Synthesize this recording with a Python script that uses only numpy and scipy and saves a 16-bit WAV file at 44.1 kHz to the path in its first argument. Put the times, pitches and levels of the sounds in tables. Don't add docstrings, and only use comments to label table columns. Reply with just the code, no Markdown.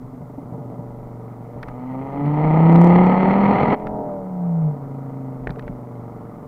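import sys
import numpy as np
from scipy import signal
from scipy.fft import rfft, irfft
from scipy.io import wavfile
from scipy.ndimage import uniform_filter1d, map_coordinates

SR = 44100
rng = np.random.default_rng(int(sys.argv[2]) if len(sys.argv) > 2 else 0)


def invert_db(x):
    u = np.asarray(x, float) / 20
    return 10 ** u


def waveform_to_disk(signal):
    frames = np.transpose(np.atleast_2d(signal))
    scaled = np.clip(frames, -1, 1) * 32767
    samples = np.round(scaled).astype(np.int16)
    wavfile.write(sys.argv[1], SR, samples)


N = 285327

# strength_db, lateness_ms
CYLINDERS = [
    [(1.8, 0), (-1.6, -1.), (-6., 2.15), (4.5, -1.05), (1.2, -.13)],
    [(2., -0.02), (-.7, -0.06), (-2.5, 0.1), (1., 0.08), (-0.3, -0.1)],
    [(3.0, 0.38), (0.9, -0.28), (-4.2, -0.22), (-0.6, -0.28), (-0.7, -0.1)],
    [(2.2, -.25), (.5, .21), (-1.4, .16), (-.8, -.21), (-.5, .09)],
]
# time_s, firing_rate_hz
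FIRING_RATE = [(0, 127.3), (1.2, 119.1), (1.45, 118.3), (1.6, 120.8), (1.8, 125.1), (2.0, 132.3),
               (2.2, 142.3), (2.8, 170.4), (3.4, 197.7), (3.7, 210.1), (3.918, 211.1), (4.5, 170.6),
               (4.6, 162.1), (4.79, 138.1), (5.0, 135.7), (5.8, 124.6), (6.2, 115.0), (6.47, 111.3)]
# time_s, roughness_0_to_1, throttle_0_to_1,
# state (0 coasting, 1 picking up, 2 pulling, 3 lifted off at high speed)
RUNNING = [(0, .55, 0, 0), (.8, .1, 0, 0), (1.4, .07, 0, 0), (1.55, .35, .2, .5), (1.8, .15, .5, 1),
           (2.3, .3, .8, 1), (2.55, .2, 1, 2), (3.747, .36, 1, 2), (3.755, .2, .15, 3), (3.9, .07, 0, 3),
           (4.6, .05, 0, 3), (4.75, .2, 0, 3), (4.751, .2, 0, 0), (4.9, .12, 0, 0), (5.4, .1, 0, 0),
           (5.5, .3, 0, 0), (5.7, .25, 0, 0), (5.8, .07, 0, 0)]
# time_s, effort_db
EFFORT = [(0, -50), (.4, -46.5), (.625, -41), (1.25, -43.5), (1.5, -44), (1.875, -37), (2.125, -34),
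          (2.4, -26.5), (2.75, -22), (3.0, -20.5), (3.2, -22), (3.747, -21.5), (3.755, -31.5), (4.0, -25.5),
          (4.25, -35.5), (4.69, -34), (4.8, -41), (6.47, -43)]
STRONG_FIRING_S = 2.756

# centre_hz, width_hz, level_db
OPEN_MODES = [(128, 17, 11.5), (144.4, 6.5, 11.5), (168.3, 40.2, 13), (198.4, 12, 1.5), (259, 64, 8.5),
              (284.7, 10, 3), (331.6, 66, 5), (383.7, 16, -10), (417.4, 16, -6.5), (486, 26, 11.5),
              (550, 37, -3)]
# centre_hz, width_hz, level_db
SHUT_MODES = [(120, 8.6, -32.5), (134, 20, -23.5), (153.8, 14, -18.5), (167.6, 34.2, -18.5), (200, 19, -29),
              (257, 10, -50), (268.3, 22, -33.5), (416.6, 40, -35), (577, 56, -25)]
THIRD_ORDER_DB, MISFIRE_DB = -9.5, -15.5
FLAP_HZ, FLAP_SPAN_HZ, FLAP_DB = 143.8, 1.2, -10
WAVER_DB = 11.5

# pitch_hz, level_db
OPEN_PIPE = [(60, -17), (155, 6.5), (270, 5), (350, -0.5), (485, 3.5), (560, -1), (660, -0.5), (750, 2.5),
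             (960, 2), (1100, -12.5), (1250, -4), (1550, -46), (2050, -27), (5000, -91)]
# pitch_hz, level_db
SHUT_PIPE = [(60, -19), (120, 5.5), (265, 4), (340, -13.5), (450, 3.5), (520, -13.5), (580, 5), (650, -7.5),
             (720, -1.5), (850, -7), (975, -7), (1090, -26.5), (1300, -26), (5000, -99.5)]
LOW_DB, LOW_OPEN_DB = 1, 3.5
LOW_SLOPE = .6
SILENCED_HZ, SILENCED_SHARE = (200, 254), .8

# pitch_hz, level_db_per_hz
GAS = [(1250, -4), (1580, -18.5), (2060, -5.5), (2460, -19), (2700, -24), (3100, -25), (3750, -38.5),
       (4280, -32), (4900, -52.5), (5800, -48.5), (6400, -70.5), (6980, -49.5), (7400, -61.5),
       (10000, -81.5)]
GAS_OPEN_DB, GAS_DB_PER_HZ = -12.5, 0.0859
GAS_SHUT_DB = -22.5
GAS_ONSET = 0.37

# pitch_hz, level_db_per_hz
ROAD = [(50, -22), (120, 2.5), (175, -0.5), (260, -16), (360, -17.5), (450, -1), (540, -15), (620, -24),
        (830, -14), (1250, -12), (1630, -29.5), (2070, -34), (2600, -58.5), (4300, -60)]
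# time_s, level_db
ROAD_LEVEL = [
    (0, -48),
    (.6, -46),
    (1.4, -44),
    (6.47, -43),
]
# time_s, peak_db
GUSTS = [(0.05, -43), (0.92, -44), (1.05, -39), (1.68, -40), (2.48, -36), (3.03, -37), (3.88, -30),
         (4.65, -44), (4.88, -52), (5.48, -28), (5.7, -33), (6.18, -53), (6.45, -62)]
GUST_S, BREEZE_DB, BREEZE_PULL_DB = 0.06, -49.5, 12
# pitch_hz, level_db_per_hz
HISS = [
    (20, 18.5),
    (2000, -0.5),
    (6000, -0.5),
    (12000, -1.5),
    (15000, 3),
    (16000, -11),
    (16500, -32),
]
HISS_DB = -67.5

# start_s, peak_db, pitch_hz, ring_s
BURBLES = [(0.041, -33, 120, 0.14), (0.124, -31.5, 277, 0.11), (0.207, -28, 154, 0.2),
           (0.239, -52, 248, 0.061), (0.296, -29.5, 287, 0.085), (0.381, -22, 269, 0.079),
           (0.43, -24, 156, 0.052), (0.491, -35.5, 312, 0.14), (0.521, -27, 121.5, 0.22),
           (0.543, -40, 130, 0.078), (0.582, -26, 142, 0.16), (0.608, -38, 122, 0.13),
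           (0.648, -35, 116, 0.24), (0.678, -37, 268, 0.2), (0.721, -23, 168, 0.056),
           (0.79, -25, 148, 0.097), (1.487, -23.5, 470, 0.017), (1.56, -22, 128, 0.073),
           (5.439, -39, 134, 0.099), (5.499, -17, 171, 0.048), (5.569, -24.5, 445, 0.083),
           (5.696, -19.5, 184, 0.041)]
# start_s, peak_db, pitch_hz, treble_db, thud_db
CRACKS = [(1.6289, -26.5, 1400, -12, -29), (1.6322, -25, 1390, -31, -20), (1.6819, -40, 2070, -22, -3),
          (1.6851, -29, 1320, -14.5, -8), (2.2594, -34, 1330, -19, -30.5), (2.4204, -39, 1310, -22, -17.5),
          (2.7594, -23.5, 1820, -9.5, -21), (3.5574, -43.5, 2090, -34.5, -19),
          (3.8691, -25, 1380, -20, -17), (5.4715, -20.5, 1780, -45, -4), (5.4934, -33, 1770, -29, 1),
          (5.5054, -31, 1310, -10, -12), (5.5584, -39.5, 1320, -21.5, -10), (5.5864, -41.5, 1740, -20, -12),
          (5.5937, -30, 1320, -13.5, -17), (5.6244, -45, 1450, -16, 1), (5.6674, -45, 1430, -24, -8),
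          (5.6785, -29.5, 1330, -32, -4)]
CRACK_RING_S = 0.023

# time_s, peak_db
OVERLOADS = [
    (2.7257, -44),
    (2.7555, -44),
    (2.8146, -36),
    (2.8437, -35.5),
    (2.8727, -39.5),
    (2.8893, -45.5),
    (3.0355, -50),
    (3.0634, -43.5),
]
CEILING = .9


def level(x, db=0):
    return x * invert_db(db) / np.sqrt(np.mean(x ** 2))


def colour(x, spectrum):
    hz, db = np.transpose(spectrum)
    size = 8192
    bins_hz = np.arange(size // 2 + 1) * SR / size
    log_gain = np.interp(np.log(bins_hz + 1), np.log(hz), db) * np.log(10) / 20
    cepstrum = irfft(log_gain)
    cepstrum[1:size // 2] *= 2
    cepstrum[size // 2 + 1:] = 0
    response = irfft(np.exp(rfft(cepstrum)))[:size // 2]
    return signal.fftconvolve(x, response)[:len(x)]


def band(x, lo_hz, hi_hz, order=2):
    return signal.sosfilt(signal.butter(order, [lo_hz, hi_hz], "band", fs=SR, output="sos"), x)


def walk(rate):
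    hold = int(SR / rate)
    steps = np.repeat(rng.standard_normal(N // hold + 1), hold)
    return 1.3 * uniform_filter1d(uniform_filter1d(steps, hold), hold)[:N]


def add(out, s, sound):
    i = int(s * SR)
    out[i:i + len(sound)] += sound[:N - i]


def curves(table):
    s, *columns = np.transpose(table)
    return [np.interp(np.arange(N) / SR, s, c) for c in columns]


def clicks(at, size):
    early = np.bincount(at.astype(int), size * (1 - at % 1), N)
    late = np.bincount(at.astype(int) + 1, size * (at % 1), N)
    return early + late


def standing(modes, hz):
    return sum(invert_db(db) / (1 + (2 * (hz - centre) / width) ** 2) ** (3 / 2) for centre, width, db in modes)


def firings(hz, rough, state):
    phase = np.cumsum(hz) / SR
    phase += (-phase[int(STRONG_FIRING_S * SR)]) % 5
    k = np.arange(int(phase[0]) + 1, int(phase[-1]))
    chance = np.clip(rng.standard_normal((1500, 2))[k].T, -1.8, 1.8)
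    even = np.interp(k, phase, np.arange(N))
    when = even.astype(int)
    pattern_db, late_ms = (map_coordinates(c, [state[when], k % 5], order=1)
                           for c in np.moveaxis(CYLINDERS, 2, 0))
    waver = walk(12)
    late_ms += rough[when] * (.3 * chance[0] + .8 * waver[when])
    at = np.clip(even + SR / 1000 * late_ms, 0, N - 2)
    size = invert_db(pattern_db + 5.5 * rough[when] * chance[1])
    return phase, even, at, size, waver


def pipe_boom(hz, effort_db, rough, throttle, phase, held, waver):
    pulling, misfire = throttle * invert_db(effort_db), (1 - throttle) * invert_db(MISFIRE_DB * rough)
    first, second, third = (pulling * standing(OPEN_MODES, n * hz) + misfire * standing(SHUT_MODES, n * hz)
                            for n in (1, 2, 3))
    first *= invert_db(FLAP_DB * (1 - np.tanh((hz - FLAP_HZ) / FLAP_SPAN_HZ)) / 2)
    second *= invert_db(WAVER_DB * rough * waver[::-1])
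    third *= invert_db(WAVER_DB * rough * waver)
    boom = first * np.cos(2 * np.pi * phase + .5)
    boom += second * np.cos(4 * np.pi * phase - .4)
    boom += invert_db(THIRD_ORDER_DB) * third * np.cos(6 * np.pi * phase - .6)
    return boom * np.sqrt(2) * held ** (.3 * throttle)


def pipe_bark(hz, effort_db, rough, throttle, even, at, size, gate):
    turbulence = np.sqrt(rough) * level(gate * rng.standard_normal(N))
    blow = -np.sqrt((1 - rough) * SR / hz)
    drive = blow * clicks(at, size) + turbulence
    rung = throttle * colour(drive, OPEN_PIPE) + (1 - throttle) * colour(drive, SHUT_PIPE)
    highs = rung - band(rung, 10, 330)
    lows = band(colour(drive - blow * clicks(even, 1 + 0 * even), OPEN_PIPE), 40, 330)
    lows -= SILENCED_SHARE * (1 - throttle) * band(lows, *SILENCED_HZ, order=1)
    shut_low_db = LOW_DB - LOW_SLOPE * np.maximum(effort_db + 31.5, 0)
    low_db = throttle * LOW_OPEN_DB + (1 - throttle) * shut_low_db
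    return invert_db(effort_db) * (highs + invert_db(low_db) * lows) / band(rung, 350, 1100).std()


def gas_rush(hz, effort_db, throttle, gate):
    rush = throttle ** GAS_ONSET
    open_db = effort_db + GAS_OPEN_DB + GAS_DB_PER_HZ * (hz - 170)
    shut_db = curves(ROAD_LEVEL)[0] + GAS_SHUT_DB
    gas_db = rush * open_db + (1 - rush) * shut_db
    gusty = gate * invert_db(walk(60)) * rng.standard_normal(N)
    return invert_db(gas_db + 1.5) * level(colour(gusty, [(500, -58.5)] + GAS))


def engine():
    (hz,), (effort_db,), (rough, throttle, state) = curves(FIRING_RATE), curves(EFFORT), curves(RUNNING)
    phase, even, at, size, waver = firings(hz, rough, state)
    held = np.interp(np.arange(N), even, size)
    gate = (1.4 + np.exp(-(phase % 1) / 0.29)) * held
    boom = pipe_boom(hz, effort_db, rough, throttle, phase, held, waver)
    bark = pipe_bark(hz, effort_db, rough, throttle, even, at, size, gate)
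    return boom + bark + gas_rush(hz, effort_db, throttle, gate)


def tyre_roar():
    flutter = invert_db(.6 * walk(2.5) + 1.2 * walk(25))
    tone = [(16, -58.0)] + ROAD + [(5000, -78.5)]
    return level(colour(flutter * rng.standard_normal(N), tone)) * invert_db(curves(ROAD_LEVEL)[0])


def wind():
    rumble = level(band(rng.standard_normal(N), 16, 58))
    t = np.arange(N) / SR
    gusts = sum(invert_db(db) * np.exp(-((t - s) / GUST_S) ** 2) for s, db in GUSTS)
    breeze = invert_db(BREEZE_DB + BREEZE_PULL_DB * curves(RUNNING)[1])
    return rumble * invert_db(-5.5) * (gusts + breeze)


def recorder_hiss():
    return level(colour(rng.standard_normal(N), HISS), HISS_DB)


def burbles():
    out, t = np.zeros(N), np.arange(int(.12 * SR)) / SR
    for s, db, hz, ring in BURBLES:
        swell = np.exp(-np.log(1000) * t / ring) * (1 - np.exp(-t / 0.0014))
        puff = level(colour(rng.standard_normal(len(t)), SHUT_PIPE))
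        add(out, s, invert_db(db) * swell * (np.sin(2 * np.pi * hz * t) + .55 * puff))
    return out


def cracks():
    out, t = np.zeros(N), np.arange(int(.12 * SR)) / SR
    fall = np.exp(-np.log(1000) * t / CRACK_RING_S)
    thud = 4.0 * band(np.exp(-((t - .0006) / 0.00036) ** 2), 150, 2500)
    for s, db, hz, treble_db, thud_db in CRACKS:
        noise = np.sign(rng.standard_normal((2, len(t)))) * fall
        ringing = 0.54 * fall * np.sin(2 * np.pi * hz * t)
        body = band(2.1 * noise[0] + ringing, 810, 2150, order=3)
        snap = band(noise[1], 2900, 4600) + invert_db(-20) * band(noise[1], 5200, 13000, order=1)
        add(out, s, invert_db(db) * (body + 4. * invert_db(treble_db) * fall * snap + invert_db(thud_db) * thud))
    return out


def scene():
    return (engine() + tyre_roar() + wind() + recorder_hiss() + burbles() + cracks())[None]


def overload(dry):
    wet = dry / (1 + (np.abs(dry) / CEILING) ** 8) ** (1 / 8)
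    t = np.arange(-40, 41) / SR
    tick = np.gradient(np.exp(-(t / .00004) ** 2))
    for s, db in OVERLOADS:
        add(wet[0], s, invert_db(db + 5.5) * tick / tick.max())
    return wet


def top_cut(x):
    return signal.sosfilt(signal.butter(12, 16360, fs=SR, output="sos"), x)


def record(dry):
    return top_cut(overload(dry))


dry = scene()
out = record(dry)
waveform_to_disk(out)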